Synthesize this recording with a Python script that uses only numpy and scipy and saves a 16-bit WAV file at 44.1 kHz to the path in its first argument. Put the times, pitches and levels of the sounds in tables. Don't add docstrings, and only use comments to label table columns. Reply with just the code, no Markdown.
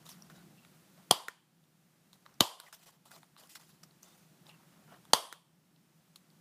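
import sys
import numpy as np
from scipy import signal
from scipy.fft import rfft, irfft, next_fast_len
from scipy.io import wavfile
from scipy.ndimage import uniform_filter1d, map_coordinates

SR = 44100
rng = np.random.default_rng(int(sys.argv[2]) if len(sys.argv) > 2 else 0)


def store_wav(level_fs):
    pcm = np.round(np.clip(np.atleast_2d(level_fs), -1, 1) * 32767)
    wavfile.write(sys.argv[1], SR, pcm.T.astype(np.int16))


def field_ratio(decibels):
    return 10 ** (np.asarray(decibels, dtype=float) / 20)


N = 282636

# start in seconds, peak level in dB, hand thump in dB,
# length of the tearing before it in seconds, tearing level in dB.
SNAPS = [
    (1.1094, -9.5, -24.5, .003, -27.5),
    (2.4056, -8, -19, .004, -29.5),
    (5.1335, -10, -31.5, 0.0013, -8),
]
# pitch in Hz, width in Hz, level in dB.
JAW_MODES = [
    [(3240, 52, 0), (4500, 140, -0.5), (6100, 140, -9.5), (7100, 180, -10), (8600, 120, -5.5),
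     (10000, 290, -14.5), (10350, 240, -9.5), (11250, 59, -10.5), (12600, 130, -16.5), (13400, 330, -19)],
    [(3220, 67, 1), (3810, 37, -1), (4370, 100, -7.5), (5070, 1400, -7.5), (6450, 130, -14),
     (6980, 78, -9.5), (8700, 800, -13), (10800, 190, -19.5), (10600, 220, -19.5), (11900, 940, -12)],
    [(3163, 130, -1), (4620, 460, 4), (6380, 230, -8.5), (6630, 58, -9), (7400, 97, -12), (8380, 320, -6.5),
     (9364, 420, -12.5), (9340, 1000, -3), (9500, 470, -6.5), (12300, 110, -21)],
]
# pitch in Hz, width in Hz, level in dB.
HANDLE_MODES = [
    [(600, 73, -8.5), (820, 50, -1.5), (1140, 160, -5), (1860, 240, -15.5)],
    [(600, 310, -6), (850, 67, -5), (1100, 180, -2), (2050, 300, -12)],
    [(600, 120, -7.5), (875, 71, -2), (1060, 250, 0.5), (1830, 180, -4.5)],
]
# frequency in Hz, level in dB per Hz.
SNAP_COLOUR = [(88, -74), (150, -47), (230, -23), (361, -14), (622, -9), (919, -4.5), (993, 1.5),
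               (1440, -18.5), (2580, -21), (3200, -7), (3960, -17), (4810, -12), (5630, -23), (13000, -25),
               (15800, -34)]
# start in seconds, peak level in dB, room level in dB.
RETURNS = [
    (1.283, -26, -27),
    (2.6, -33, -30.5),
    (5.326, -29.5, -31.5),
]
# pitch in Hz, width in Hz, level in dB.
STOP_MODES = [
    [(443, 97, -16.5), (1420, 130, -4.5), (1830, 91, -5.5), (3900, 520, -15.5), (7070, 950, -15.5),
     (10000, 460, -21), (13500, 1200, -23)],
    [(422, 150, -17), (1130, 160, -7), (1450, 96, -5), (3980, 810, 2), (6460, 1700, -7), (8440, 430, -4),
     (11700, 610, -5.5)],
    [(415, 63, -10), (1404, 220, 1.5), (1810, 220, -6.5), (3900, 440, -4.5), (6120, 200, -9),
     (8170, 460, -9.5), (12000, 2000, -17)],
]
# start in seconds, peak level in dB,
# steel pitch in Hz, bright edge in dB relative to the peak.
STEEL_TICKS = [(0.0645, -48, 3900, -12), (0.1157, -46.5, 5500, -5), (0.2221, -47.5, 5740, -3.5),
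               (0.576, -64, 2830, -15), (1.6391, -67, 3520, 0.5), (2.1306, -49.5, 3900, 0),
               (2.341, -61, 5270, 1.5), (3.1422, -57, 4030, -10), (3.378, -58.5, 3900, -6),
               (3.4363, -56, 3140, -12), (3.4723, -65, 5040, 10), (3.557, -46, 5200, -13),
               (3.6114, -56, 3020, 1), (3.835, -46, 5530, -8.5), (3.9094, -60, 4370, -15.5),
               (4.0302, -49, 6250, 1), (4.4667, -51, 4070, -14), (4.4925, -50.5, 4200, -10.5),
               (5.7615, -64, 3510, -14.5), (6.159, -46.5, 4000, -0.5), (6.3021, -60.5, 4150, -14)]
# start in seconds, peak level in dB,
# card pitch in Hz, bright edge in dB relative to the peak.
CARD_TICKS = [(0.0911, -53.5, 876, 11.5), (0.299, -51.5, 1440, -12), (0.649, -51.5, 1540, -5),
              (0.9767, -58, 600, -13), (2.2622, -48.5, 1140, -33), (2.6712, -61, 2070, -11),
              (2.7276, -47, 1350, 1), (3.058, -57.5, 849, -6), (3.1153, -52, 1480, 4.5),
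              (3.162, -53, 1150, -6), (3.2308, -53, 1055, -2), (3.3647, -51.5, 1256, -9),
              (3.5552, -47, 1440, -7), (4.9407, -60, 1110, -15.5), (5.052, -55, 1126, 3)]
# start in seconds, length in seconds, level in dB, pitch in Hz.
SQUEAKS = [(0.347, .06, -70, 3900), (0.63, 0.036, -72, 2720), (2.133, 0.032, -76, 3950),
           (2.663, 0.0266, -60.5, 1950), (3.85, 0.03, -78, 12100), (4.036, 0.03, -68.5, 7100),
           (4.05, 0.1, -72, 3600), (.575, 0.027, -67, 2750), (3.373, .02, -64.5, 3900),
           (3.145, 0.018, -63.5, 4100), (0.303, .025, -63, 1430), (.35, 0.077, -68, 1470),
           (4.489, 0.03, -59.5, 2780), (4.522, 0.038, -68, 2770), (4.877, 0.046, -66.5, 1400)]
# start in seconds, length in seconds,
# scratch level in dB, sheet level in dB relative to the scratch.
FLICKS = [(0.087, 0.073, -54, -15), (0.296, 0.024, -68.5, 7), (0.975, 0.084, -80.5, 13),
          (2.127, 0.04, -67, -4.5), (2.253, 0.11, -74.5, 9), (2.633, 0.1, -64.5, 0),
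          (2.725, 0.044, -52.5, -7), (2.826, 0.02, -65, -13), (3.053, 0.074, -62, -3.5),
          (3.376, 0.14, -60.5, -3.5), (3.55, 0.017, -49, -15), (3.558, 0.037, -62, -6),
          (3.593, 0.059, -61, -4.5), (3.69, 0.1, -68, -6), (3.831, 0.014, -52.5, -3),
          (4.024, 0.21, -64, -4), (5.319, 0.056, -66, -0.5), (6.156, 0.015, -56.5, -14.5)]
# start in seconds,
# length in seconds, scratch level in dB, sheet level in dB relative to the scratch.
SLIDES = [(0, 0.52, -74.5, 1.5), (0.053, 0.037, -62, -6), (0.345, 0.076, -80, 1), (2.776, 0.093, -70, -3.5),
          (2.858, 0.044, -64, -1), (2.915, 0.057, -74.5, -2), (3.108, 0.083, -65, 0),
          (3.19, 0.079, -73.5, -3.5), (3.492, 0.065, -61, -18), (3.633, 0.089, -72, -15),
          (4.433, 0.59, -88.5, 14.5), (4.174, .11, -77, -4), (4.456, 0.07, -73.5, -2),
          (4.875, 0.11, -77, 10.5), (5.094, 0.028, -80, 8)]
# frequency in Hz, level in dB per Hz.
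SKIN_COLOUR = [(1180, -33), (2000, -2.5), (2280, -14.5), (2480, -2.5), (2710, -4.5), (5050, -2), (7450, -4),
               (14500, -7.5), (15800, -8)]
# frequency in Hz, level in dB per Hz.
CARD_COLOUR = [(210, -20), (350, -9), (699, -0.5), (1450, -4.5), (1720, -7.5), (2720, -20), (3000, -9),
               (3900, -35.5), (6600, -120)]
# frequency in Hz, level in dB per Hz.
DRONE_COLOUR = [(15, -77.5), (25, -32), (48, -32.5), (69, -18), (102, -17), (147, -1), (160, 4),
                (263, -10.5), (340, -10), (372, -12.5), (541, -27), (687, -21.5), (900, -24.5), (1170, -58),
                (1980, -120)]
# frequency in Hz, level in dB per Hz.
HISS_COLOUR = [(290, -32), (500, -5), (814, -7.5), (1330, -7.5), (1670, -9), (2190, -10.5), (15400, -16)]
# delay in seconds, level in dB.
ECHOES = [(.0043, -15), (.0085, -16), (.012, -15.5), (.017, -25)]
# frequency in Hz, time to fall 60 dB in seconds.
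ROOM_DECAY = [(150, 0.21), (400, 0.41), (1000, 0.46), (2000, 0.46), (3200, .49), (6000, 0.4), (10000, 0.49),
              (15000, 0.3)]
# frequency in Hz, level in dB.
ROOM_COLOUR = [(150, -12), (400, 3.5), (1000, 2), (2000, -2.5), (3200, -7), (5000, -5.5), (9000, 6.5),
               (15000, 4)]

TOP_HZ = 15350
GRIP_HZ = 180
RATTLE_S, SNAP_ROOM_DB = 0.0023, -0.5
STOP_CHATTER_S, STOP_CHATTER_DB = 0.00469, -17.5
HELD_CARD_HZ, HELD_CARD_DB = 1132, -12.5
HELD_STEEL_HZ, HELD_STEEL_DB = 3800, -4.5
FLICK_FADE_DB, SLIDE_SWELL_DB = -10, 4.5
LINGER_S = 0.012
DUCK_DB, DUCK_BACK_S = 10, 0.079
EARLY_DB, EARLY_S = 7.5, 0.04


def punch():
    out = np.zeros(N)
    t = np.arange(-SR // 100, SR // 20) / SR
    for (s, db, thump_db, lead, shear_db), low, high in zip(SNAPS, HANDLE_MODES, JAW_MODES):
        slam = np.clip(t / 0.0029, 0, 1) * field_ratio(-60 * np.maximum(t - RATTLE_S, 0) / 0.0081)
        shear = field_ratio(shear_db + 7 * t / lead) * (t > -lead) * (t < 0)
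        damped = [(hz, width + GRIP_HZ, mode_db) for hz, width, mode_db in low + high]
        damped.append((14800, 900, -18))
        chatter = filtered((shear + slam) * rng.standard_normal(len(t)), resonances(damped))
        chatter = field_ratio(-6) * chatter / np.sqrt(np.sum(chatter ** 2) / (0.003 * SR))

        push = np.sin(np.pi * np.clip((t - 0.001) / 0.00035, 0, 1))
        hand = resonances([(110, 42, -3), (190, 85, 0), (303, 96, -0.5), (458, 170, -4.5)])
        thump = filtered(push, lambda hz: hand(hz) * field_ratio(2))

        ringing = rings(t, low + high, spread=RATTLE_S * 0.5, rise=0.00066, grip_hz=GRIP_HZ)
        steel = field_ratio(db) * chatter + field_ratio(db + 12) * ringing
        steel = filtered(steel, lambda hz: 1 - 0.45 * resonances([(1520, 500, 0)])(hz))
        add(out, s - 1 / 100, echoes(steel + field_ratio(thump_db) * thump / abs(thump).max()))

        def tint(hz):
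            return 1 + field_ratio(8) * abs(resonances(high)(hz)) * (hz > 5400)

        add(out, s, field_ratio(SNAP_ROOM_DB) * filtered(tail(SNAP_COLOUR), tint))
    return out


def returns():
    out, t = np.zeros(N), np.arange(SR // 20) / SR
    for (s, db, room_db), peaks in zip(RETURNS, STOP_MODES):
        knock = rings(t, peaks, spread=0.00089, rise=0.0002, grip_hz=40)
        buzz = unit(filtered(rng.standard_normal(len(t)), resonances([(9000, 13000, 0)])))
        buzz = buzz * np.sin(np.pi * np.clip(t / STOP_CHATTER_S, 0, 1))
        add(out, s, echoes(field_ratio(db) * knock / abs(knock).max()))
        add(out, s - 0.0006, echoes(field_ratio(db + STOP_CHATTER_DB) * buzz))
        add(out, s, field_ratio(room_db) * tail([(hz, mode_db) for hz, width, mode_db in peaks]))
    return out


def ticks():
    out, t = np.zeros(N), np.arange(SR // 20) / SR
    contacts = [(s, db, hz, 0, HELD_CARD_HZ, HELD_CARD_DB, edge_db) for s, db, hz, edge_db in STEEL_TICKS]
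    contacts += [(s, db, HELD_STEEL_HZ, HELD_STEEL_DB, hz, 0, edge_db) for s, db, hz, edge_db in CARD_TICKS]
    for s, db, steel_hz, steel_db, card_hz, card_db, edge_db in contacts:
        jolt = rng.standard_normal(len(t)) * field_ratio(-60 * t / 0.007) * (1 - np.exp(-t / 0.0002))
        parts = [(steel_hz, 1100, steel_db), (card_hz, 600, card_db), (8000, 11000, edge_db)]
        tick = 0
        for hz, width, level_db in parts:
            mode = resonances([(hz, width, 0)])
            part = filtered(jolt, lambda f: mode(f) ** 2)
            tick = tick + field_ratio(db + level_db + 4) * part / abs(part).max()
        add(out, s, echoes(tick))
        add(out, s, field_ratio(-13.5) * signal.fftconvolve(tick, tail(ROOM_COLOUR)))
    return out


def spring():
    out = np.zeros(N)
    for s, length, db, hz in SQUEAKS:
        u = np.arange(round(length * SR)) / (length * SR)
        note = unit(filtered(rng.standard_normal(len(u)), resonances([(hz, 130, 0)])))
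        fade = np.clip(8 * np.minimum(u * 3, 1 - u), 0, 1)
        add(out, s, field_ratio(db - 3.2 * u) * fade * note)
    return out


def rubbing():
    slips_db = 1.6 * wobble(150) + 1.1 * wobble(50)
    bright, dull = np.zeros(N), np.zeros(N)
    strokes = [(*row, FLICK_FADE_DB) for row in FLICKS] + [(*row, SLIDE_SWELL_DB) for row in SLIDES]
    for s, length, db, sheet_db, change_db in strokes:
        u = np.arange(round(length * SR)) / (length * SR)
        fade = np.clip(np.minimum(u * length / 0.003, (1 - u) / 0.35), 0, 1)
        shape = field_ratio(db + change_db * u) * fade
        add(bright, s, shape)
        add(dull, s, field_ratio(sheet_db) * shape)
    bright, dull = lingering(bright), lingering(dull)
    scratch = patchy(noise(SKIN_COLOUR, grain_db=2.5), depth_db=2.6)
    sheet = patchy(noise(CARD_COLOUR, grain_db=3), depth_db=3.2)
    return field_ratio(slips_db) * (bright * scratch + dull * sheet)


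def background():
    since = [np.maximum(np.arange(N) / SR - snap[0], 0) for snap in SNAPS]
    gain_db = -np.max([13 * (1 - np.exp(-t / 0.051)) * np.exp(-t / 1.1) for t in since], axis=0)
    duck_db = -DUCK_DB * sum((t > 0) * np.exp(-t / DUCK_BACK_S) for t in since)
    drone = field_ratio(-63 + duck_db + 1.6 * wobble(3.9)) * noise(DRONE_COLOUR)
    hiss = field_ratio(-67.5) * noise(HISS_COLOUR)
    return field_ratio(gain_db) * (drone + hiss)


def echoes(x):
    answer = np.zeros(SR // 40)
    answer[0] = 1
    for s, db in ECHOES:
        smear = rng.random(5) - 0.3
        add(answer, s, field_ratio(db - 8.5) * smear / np.linalg.norm(smear))
    return signal.fftconvolve(x, answer)


def tail(colour):
    hz, t, z = signal.stft(rng.standard_normal(SR * 3 // 4), SR, nperseg=384)
    decay_db = -60 * t / along(ROOM_DECAY, hz)[:, None]
    early_db = EARLY_DB * np.exp(-t / EARLY_S)
    gain = field_ratio(along(colour, hz)[:, None] + decay_db + early_db) * (hz < TOP_HZ)[:, None]
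    uneven = unit(smoothed(rng.standard_normal(z.shape), bands=4, frames=9))
    wash = signal.istft(z * gain * field_ratio(1.5 * uneven), SR, nperseg=384)[1]
    wash = wash * np.clip(np.arange(len(wash)) / SR / 0.0014, 0, 1) ** 2
    return wash / np.linalg.norm(wash)


def radiated(x, cut_hz):
    return filtered(x, lambda hz: (1j * hz / (cut_hz + 1j * hz)) ** 2)


def rings(t, peaks, spread, rise, grip_hz):
    out = 0
    for (hz, width, mode_db), (late, turn) in zip(peaks, rng.random((len(peaks), 2))):
        u = np.maximum(t - late * spread, 0)
        swell = (1 - np.exp(-u / rise)) ** 2 * np.exp(-np.pi * (width + grip_hz) * u)
        tone = np.sin(2 * np.pi * (hz * u + turn))
        out = out + field_ratio(mode_db) * np.sqrt(width / 200) * swell * tone
    return out


def resonances(peaks):
    def response(f):
        total = 0
        for k, (c, w, db) in enumerate(peaks):
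            total = total + (-1) ** k * field_ratio(db) * 1j * f * w / (c * c - f * f + 1j * f * w)
        return total
    return response


def lingering(level):
    keep = np.exp(-1 / (LINGER_S * SR))
    return np.maximum(level, field_ratio(-2) * signal.lfilter([1 - keep], [1, -keep], level))


def patchy(x, depth_db):
    z = signal.stft(x, nperseg=256)[2]
    field = unit(smoothed(rng.standard_normal(z.shape), bands=5, frames=7))
    return unit(signal.istft(z * field_ratio(depth_db * field), nperseg=256)[1][:N])


def smoothed(field, bands, frames):
    return uniform_filter1d(uniform_filter1d(field, size=bands, axis=0), size=frames, axis=1)


def noise(spectrum, grain_db=0):
    grain = field_ratio(grain_db * np.minimum(rng.exponential(size=N), 4))
    white = rng.standard_normal(N) * grain
    return unit(filtered(white, lambda hz: field_ratio(along(spectrum, hz)) * (hz < TOP_HZ)))


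def wobble(rate):
    knots = rng.standard_normal(int(N * rate / SR) + 4)
    return map_coordinates(knots, [np.arange(N) * rate / SR])


def filtered(x, response):
    m = next_fast_len(len(x) + 8192)
    return irfft(rfft(x, m) * response(np.fft.rfftfreq(m, 1 / SR)), m)[:len(x)]


def along(points, hz):
    f, v = np.transpose(points)
    return np.interp(np.log(hz + 1), np.log(f + 1), v)


def unit(x):
    return x / np.sqrt(np.mean(x ** 2) + 1e-20)


def add(track, s, sound):
    part = track[round(s * SR):][:len(sound)]
    part += sound[:len(part)]


def scene():
    snaps = radiated(punch(), cut_hz=41)
    knocks = radiated(returns(), cut_hz=120)
    return (snaps + knocks + ticks() + spring() + rubbing() + background())[None]


def roll_off(x):
    return signal.sosfilt(signal.butter(12, 16540, fs=SR, output="sos"), x)


def record(dry):
    held = dry[0] / (1 + abs(dry[0] / 0.8) ** 6) ** (1 / 6)
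    mix = filtered(held, lambda hz: field_ratio(-np.clip(hz - TOP_HZ, 0, 2000) * 0.025))
    return roll_off(mix[None])


dry = scene()
out = record(dry)
store_wav(out)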